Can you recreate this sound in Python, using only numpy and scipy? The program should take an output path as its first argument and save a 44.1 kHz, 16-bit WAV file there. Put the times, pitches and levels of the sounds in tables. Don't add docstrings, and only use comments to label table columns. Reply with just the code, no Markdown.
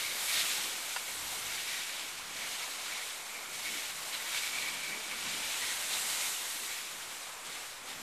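import sys
import numpy as np
from scipy import signal
from scipy.io import wavfile
from scipy.ndimage import uniform_filter1d

SR = 44100
rng = np.random.default_rng(int(sys.argv[2]) if len(sys.argv) > 2 else 0)


def generate_wav(signal):
    frames = np.transpose(np.atleast_2d(signal))
    scaled = np.clip(frames, -1, 1) * 32767
    pcm = np.round(scaled).astype(np.int16)
    wavfile.write(sys.argv[1], SR, pcm)


N = 353670

# t/s, firmness (0-1), f of the first mode/Hz, spray tilt/(dB per octave), sizzle/dB
SNOW_STATE = [(0, 0.84, 2200, 0.5, -3), (.25, 0.27, 2250, 3.5, -0.2), (.5, 0.4, 2300, -0.2, 0),
              (.62, 0.3, 2280, 0, -0.5), (.87, 0.3, 2300, 1.2, 1), (1.32, .3, 2170, 1.7, .3),
              (1.72, 0.53, 2290, -1, -0.5), (2.2, 0.2, 2230, -1.7, 0.2), (2.45, 0.53, 2220, -1.5, 0.2),
              (2.95, 0.3, 2260, -1, 1), (3.3, 0.54, 2210, 0.2, 0.7), (3.8, 0.7, 2230, 0, -0.2),
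              (4.05, 0, 2170, 0.5, 0.5), (4.35, 0.44, 2280, 0.5, -.3), (4.752, 1, 2290, -1.2, 0.2),
              (5.46, 0.65, 2270, -2, 1.3), (5.55, .3, 2220, -1.3, 1.5), (5.75, 0.16, 2170, 0.3, 2.2),
              (6.25, 0.3, 2170, 1.7, 2.3), (6.4, 0, 2200, 1.7, 0.5), (6.65, .2, 2190, 2, 0.7),
              (6.75, 0.5, 2220, 0, 0), (7.45, 0.06, 2210, -0.4, 1.7), (8.02, 0.1, 2170, -1, 0.5)]
def skis():
    press_db = pressure()
    firmness, mode_hz, _, _ = curves(SNOW_STATE)
    scrape_bite_db, first_bite_db, second_bite_db = edge_bites()
    bumps = wander(fastest_hz=23.5)
    return (spray(press_db, scrape_bite_db, bumps)
            + scrape(press_db, scrape_bite_db, bumps, firmness)
            + first_mode(press_db, first_bite_db, bumps, firmness, mode_hz)
            + second_mode(press_db, second_bite_db, bumps))


def snow_shading(hz, t):
    times, _, _, tilt_db, sizzle_db = np.transpose(SNOW_STATE)
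    octaves = np.log2((hz + 1) / 8000)
    sizzle_band = np.exp(-(octaves / .4) ** 2)
    return np.interp(t, times, tilt_db) * octaves + np.interp(t, times, sizzle_db) * sizzle_band


# f/Hz, relative spectral level/dB
SPRAY_SPECTRUM = [(1200, -17.5), (3000, -4), (4500, -7), (6000, -6.5), (7800, -5.5), (10000, -9.5),
                  (12000, -11.5), (14500, -14)]
def spray(press_db, bite_db, bumps):
    level_db = MEAN_SPRAY_DB + press_db + 0.097 * bite_db + 0.42 * bumps
    return gain_of(level_db) * noise(SPRAY_SPECTRUM, patchy_db=0.87, size=512, shading=snow_shading)


# f/Hz, bandwidth of the narrower filter stage/Hz, relative gain/dB
SKI_RESONANCES = [(1550, 430, 10.5), (1896, 190, 3), (2150, 710, -4), (2810, 1500, 14), (3636, 950, 15),
                  (4080, 760, -4.5)]
def scrape(press_db, bite_db, bumps, firmness):
    impact_db = 2.74 * np.minimum(rng.exponential(1, N), 6)
    crystals = gain_of(impact_db) * rng.standard_normal(N)
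    vibration = sum(gain_of(db) * resonate(resonate(crystals, hz, width), hz, 1.73 * width)
                    for hz, width, db in SKI_RESONANCES)
    level_db = -49 + 1.18 * press_db + 0.5 * firmness + bite_db + 0.72 * bumps
    return gain_of(level_db) * unit_rms(vibration)


def first_mode(press_db, bite_db, bumps, firmness, mode_hz):
    driven = resonate(stick_slip(bumps), mode_hz, width_hz=670)
    free = unit_rms(resonate(driven, mode_hz, width_hz=115))
    damped = unit_rms(resonate(driven, mode_hz, width_hz=510))
    free_share = 0.27 + 0.73 * firmness
    level_db = -56 + 0.78 * press_db + 9.5 * firmness + bite_db + 0.84 * wander(fastest_hz=22)
    return gain_of(level_db) * (free_share * free + (1 - free_share) * damped)


def second_mode(press_db, bite_db, bumps):
    driven = resonate(stick_slip(bumps), 1920, width_hz=230)
    ringing = resonate(driven, 1925, width_hz=430)
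    level_db = -60 + 1.23 * press_db + bite_db + 1.5 * wander(fastest_hz=14)
    return gain_of(level_db) * unit_rms(ringing)


def stick_slip(bumps):
    return gain_of(.5 * bumps + .6 * wander(fastest_hz=45)) * rng.standard_normal(N)


# t/s, level/dB
SKI_LOAD = [(0, -36.5), (.11, -38), (.36, -33.5), (.6, -36), (.76, -40), (1.1, -41), (1.36, -39.5),
            (1.6, -40.5), (1.72, -39), (1.94, -42), (2.3, -46), (2.36, -42.5), (2.5, -41), (2.8, -43),
            (3.1, -42.5), (3.2, -45.5), (3.51, -45), (3.55, -42), (3.75, -39.5), (3.93, -42.5),
            (4.27, -40.5), (4.36, -38.5), (4.6, -40), (4.75, -41.5), (5.1, -43), (5.3, -40), (5.63, -38.5),
            (5.85, -38.5), (5.95, -36.5), (6.27, -36), (6.39, -38.5), (6.75, -40.5), (6.93, -45),
            (7.19, -45), (7.435, -49), (7.46, -45.5), (7.68, -46), (7.82, -50.5), (7.86, -48), (7.89, -46),
            (8.02, -47)]
MEAN_SPRAY_DB = -42
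def pressure():
    return curves(SKI_LOAD)[0] - MEAN_SPRAY_DB


# t/s, duration/s, gain of scrape/dB, of first mode/dB, of second mode/dB
EDGE_BITES = [(0.282, 0.034, 2.5, 10, 4), (0.328, .02, 7, 2, 4), (0.357, 0.063, 6, 2, 5),
              (.5, 0.024, 5.5, 4, 15), (.9, 0.033, 6.5, 6, 2), (1.072, 0.037, -0.5, 8, 2),
              (1.5, 0.12, 3, 4.5, 5), (1.68, 0.13, 2, 4, 8), (1.99, 0.047, 5, 5, 3),
              (2.358, 0.11, 0, 6.5, 9), (2.594, 0.051, 3, 7, 2), (2.855, .03, 7, 2, 5),
              (2.896, 0.13, 3.5, 7, 10), (3.29, 0.025, 2, 6, 2), (3.346, 0.032, 1, 9.5, 0),
              (3.654, 0.047, 4.5, 8, 11), (3.727, .08, 1, 3, 5), (3.833, .07, 3, 2, -3),
              (4.13, 0.037, 8, 9, 8), (4.198, 0.027, 3, 2, 3), (4.26, 0.037, 2, 5, 11),
              (4.32, 0.083, 6, 8, 4), (4.424, 0.071, 5, 6, 2), (4.53, .07, 4, 8.5, 6),
              (4.62, 0.1, 2.5, 5, 11.5), (4.826, 0.045, 1, 5.5, 2), (4.916, 0.047, -11, 5, 9),
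              (5.114, 0.031, 0, 6, 0), (5.317, 0.045, 3, 0, -4), (5.387, 0.077, -0.5, 2, -3),
              (5.617, 0.12, 3, 7, 9), (5.924, 0.048, 5, 4, -5), (6.03, 0.057, -4, 5, -1),
              (6.144, 0.037, -0.5, 2, 3), (6.22, 0.051, 1, 7, -4), (6.68, 0.12, 1, 4, 4),
              (7.466, 0.086, 4.5, 3, 3), (7.546, .05, 5.5, 7, 3), (7.87, .07, 5, 6, 8)]
def edge_bites(attack_s=0.013, release_s=0.039):
    t, gains_db = np.arange(N) / SR, np.zeros((3, N))
    for start, length, *bite_db in EDGE_BITES:
        trapezoid = np.minimum((t - start) / attack_s, (start + length - t) / release_s) + .5
        gains_db += np.outer(bite_db, np.clip(trapezoid, 0, 1))
    return gains_db


# t/s, peak level/dB
GEAR_BLOWS = [(.9629, -21.5)]
# f/Hz, relative level/dB, T60/s
GEAR_MODES = [(830, -14, .03), (980, -3.5, .045), (1460, -3, .045), (1780, -4, .04), (2000, -6, .03),
              (2300, -6, .025), (2740, -2, .028), (3200, -6, .025), (4750, -1, .015)]
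def gear_knock():
    t = np.arange(SR // 10) / SR
    ring = sum(gain_of(db - 60 * t / t60) * np.sin(2 * np.pi * hz * t) for hz, db, t60 in GEAR_MODES)
    ring = signal.sosfilt(signal.butter(4, 650, "highpass", fs=SR, output="sos"), ring)
    blows = np.zeros(N)
    for start, peak_db in GEAR_BLOWS:
        for delay_s, rebound_db in (0, 0), (.0041, -8), (.0078, -7):
            blows[round((start + delay_s) * SR)] = gain_of(peak_db + rebound_db)
    return signal.oaconvolve(blows, ring / abs(ring).max())[:N]


# t/s, initial level/dB, f/Hz
DULL_TICKS = [(1.326, -40, 746), (2.197, -42, 1030), (2.641, -38, 1000), (4.201, -37, 1970),
              (7.271, -47, 780), (7.564, -46, 1180)]
def ticks(t60=0.05):
    out, t = np.zeros(N), np.arange(SR // 50) / SR
    for start, db, hz in DULL_TICKS:
        out[round(start * SR):][:len(t)] += gain_of(db - 60 * t / t60) * np.sin(2 * np.pi * hz * t)
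    return out


# t/s, level/dB
HEADWIND_LEVEL = [(0, -48.5), (.4, -47), (.9, -49), (1.6, -48.5), (2.15, -49.5), (2.5, -47.5), (3.0, -48),
                  (3.5, -49), (4.6, -48), (5.4, -47.5), (6.2, -47.5), (6.5, -50), (7.3, -49), (8.02, -48)]
# f/Hz, relative spectral level/dB
RUSH_SPECTRUM = [(150, -50), (300, -19), (500, -10), (750, -6.5), (1050, -5), (1500, -6.5), (2500, -9.5),
                 (5000, -57.5)]
def air_rush(eddies):
    level_db = curves(HEADWIND_LEVEL)[0] + 0.25 * pressure() + 0.46 * eddies
    return gain_of(level_db) * noise(RUSH_SPECTRUM, patchy_db=0.96, size=1024)


# t/s, duration/s, peak gain of buffeting/dB, of rumble/dB
WIND_GUSTS = [(-.1, 0.31, 8, 15), (0.196, 0.71, 7, 5), (0.996, 0.83, 1.5, 15), (1.3, 0.41, 5, 0),
              (2.05, 0.37, 2.5, 7), (2.3, 0.32, 6.5, 4), (3.45, 0.67, 3, 8), (4.4, 0.97, 6, 3),
              (4.68, 0.55, 2.5, 0), (5.094, 0.98, 6.5, 10), (5.75, 0.89, 0.5, 1), (6.95, .25, -2, 9),
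              (7.2, .3, -5, 7), (7.55, .5, -3, 7), (7.866, 0.51, 10, 4)]
# f/Hz, relative spectral level/dB
BUFFET_SPECTRUM = [(70, -36), (120, -6), (170, 1), (280, 3), (450, -1), (800, -19)]
RUMBLE_SPECTRUM = [(25, -7), (50, -7.5), (90, -3.5), (140, -8.5), (220, -31)]
def buffeting(eddies):
    t, gust_db = np.arange(N) / SR, np.zeros((2, N))
    for start, length, *peak_db in WIND_GUSTS:
        progress = np.clip((t - start) / length, 0, 1)
        gust_db += np.outer(peak_db, np.sin(np.pi * progress ** 0.69))
    thumps = gain_of(-64.5 + gust_db[0] + 1.23 * eddies) * noise(BUFFET_SPECTRUM, patchy_db=2.5)
    rumble = gain_of(-78 + gust_db[1]) * noise(RUMBLE_SPECTRUM, patchy_db=1.2)
    return thumps + rumble


def amplifier_noise():
    spectrum = [(10, 16), (60, -17), (200, -8), (600, -4)]  # f/Hz, relative spectral level/dB
    return gain_of(-72.5) * noise(spectrum, patchy_db=0.8)


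def noise(spectrum, patchy_db, size=2048, shading=None):
    hz = np.fft.rfftfreq(size, 1 / SR)
    real, imag, patches = rng.standard_normal((4 * N // size + 5, len(hz), 3)).T
    patches = unit_rms(uniform_filter1d(uniform_filter1d(patches, size=8, axis=0), size=12, axis=1))
    knot_hz, knot_db = np.transpose(spectrum)
    colour_db = np.interp(np.log(hz + 1), np.log(knot_hz), knot_db, left=-90, right=-90)[:, None]
    if shading:
        frame_times = np.arange(real.shape[1]) * size / 4 / SR
        colour_db = colour_db + shading(hz[:, None], frame_times)
    spectra = (real + 1j * imag) * gain_of(colour_db + patchy_db * patches)
    return unit_rms(signal.istft(spectra, nperseg=size, noverlap=3 * size // 4)[1][:N])


def resonate(x, hz, width_hz):
    carrier = np.exp(2j * np.pi * np.cumsum(hz * np.ones(len(x))) / SR)
    pole = np.exp(-np.pi * width_hz / SR)
    return 2 * (carrier * signal.lfilter([1 - pole], [1, -pole], x / carrier)).real


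def wander(fastest_hz):
    lowpass = signal.butter(2, fastest_hz, fs=SR, output="sos")
    return unit_rms(signal.sosfilt(lowpass, rng.standard_normal(N)))


def curves(rows):
    times, *columns = np.transpose(rows)
    return [np.interp(np.arange(N) / SR, times, column) for column in columns]


def gain_of(db):
    return 10 ** (np.asarray(db) / 20)


def unit_rms(x):
    return x / np.sqrt(np.mean(x ** 2) + 1e-20)


def scene():
    eddies = wander(fastest_hz=8.1)
    return np.tile(skis() + gear_knock() + ticks() + air_rush(eddies) + buffeting(eddies), (2, 1))


def record(dry, cutoff_hz=13930, dc_offset=-.0005):
    lowpass = signal.firwin(1023, cutoff_hz, window=("kaiser", 10), fs=SR)
    return signal.oaconvolve(dry + amplifier_noise() + dc_offset, lowpass[None], "same")


dry = scene()
out = record(dry)
generate_wav(out)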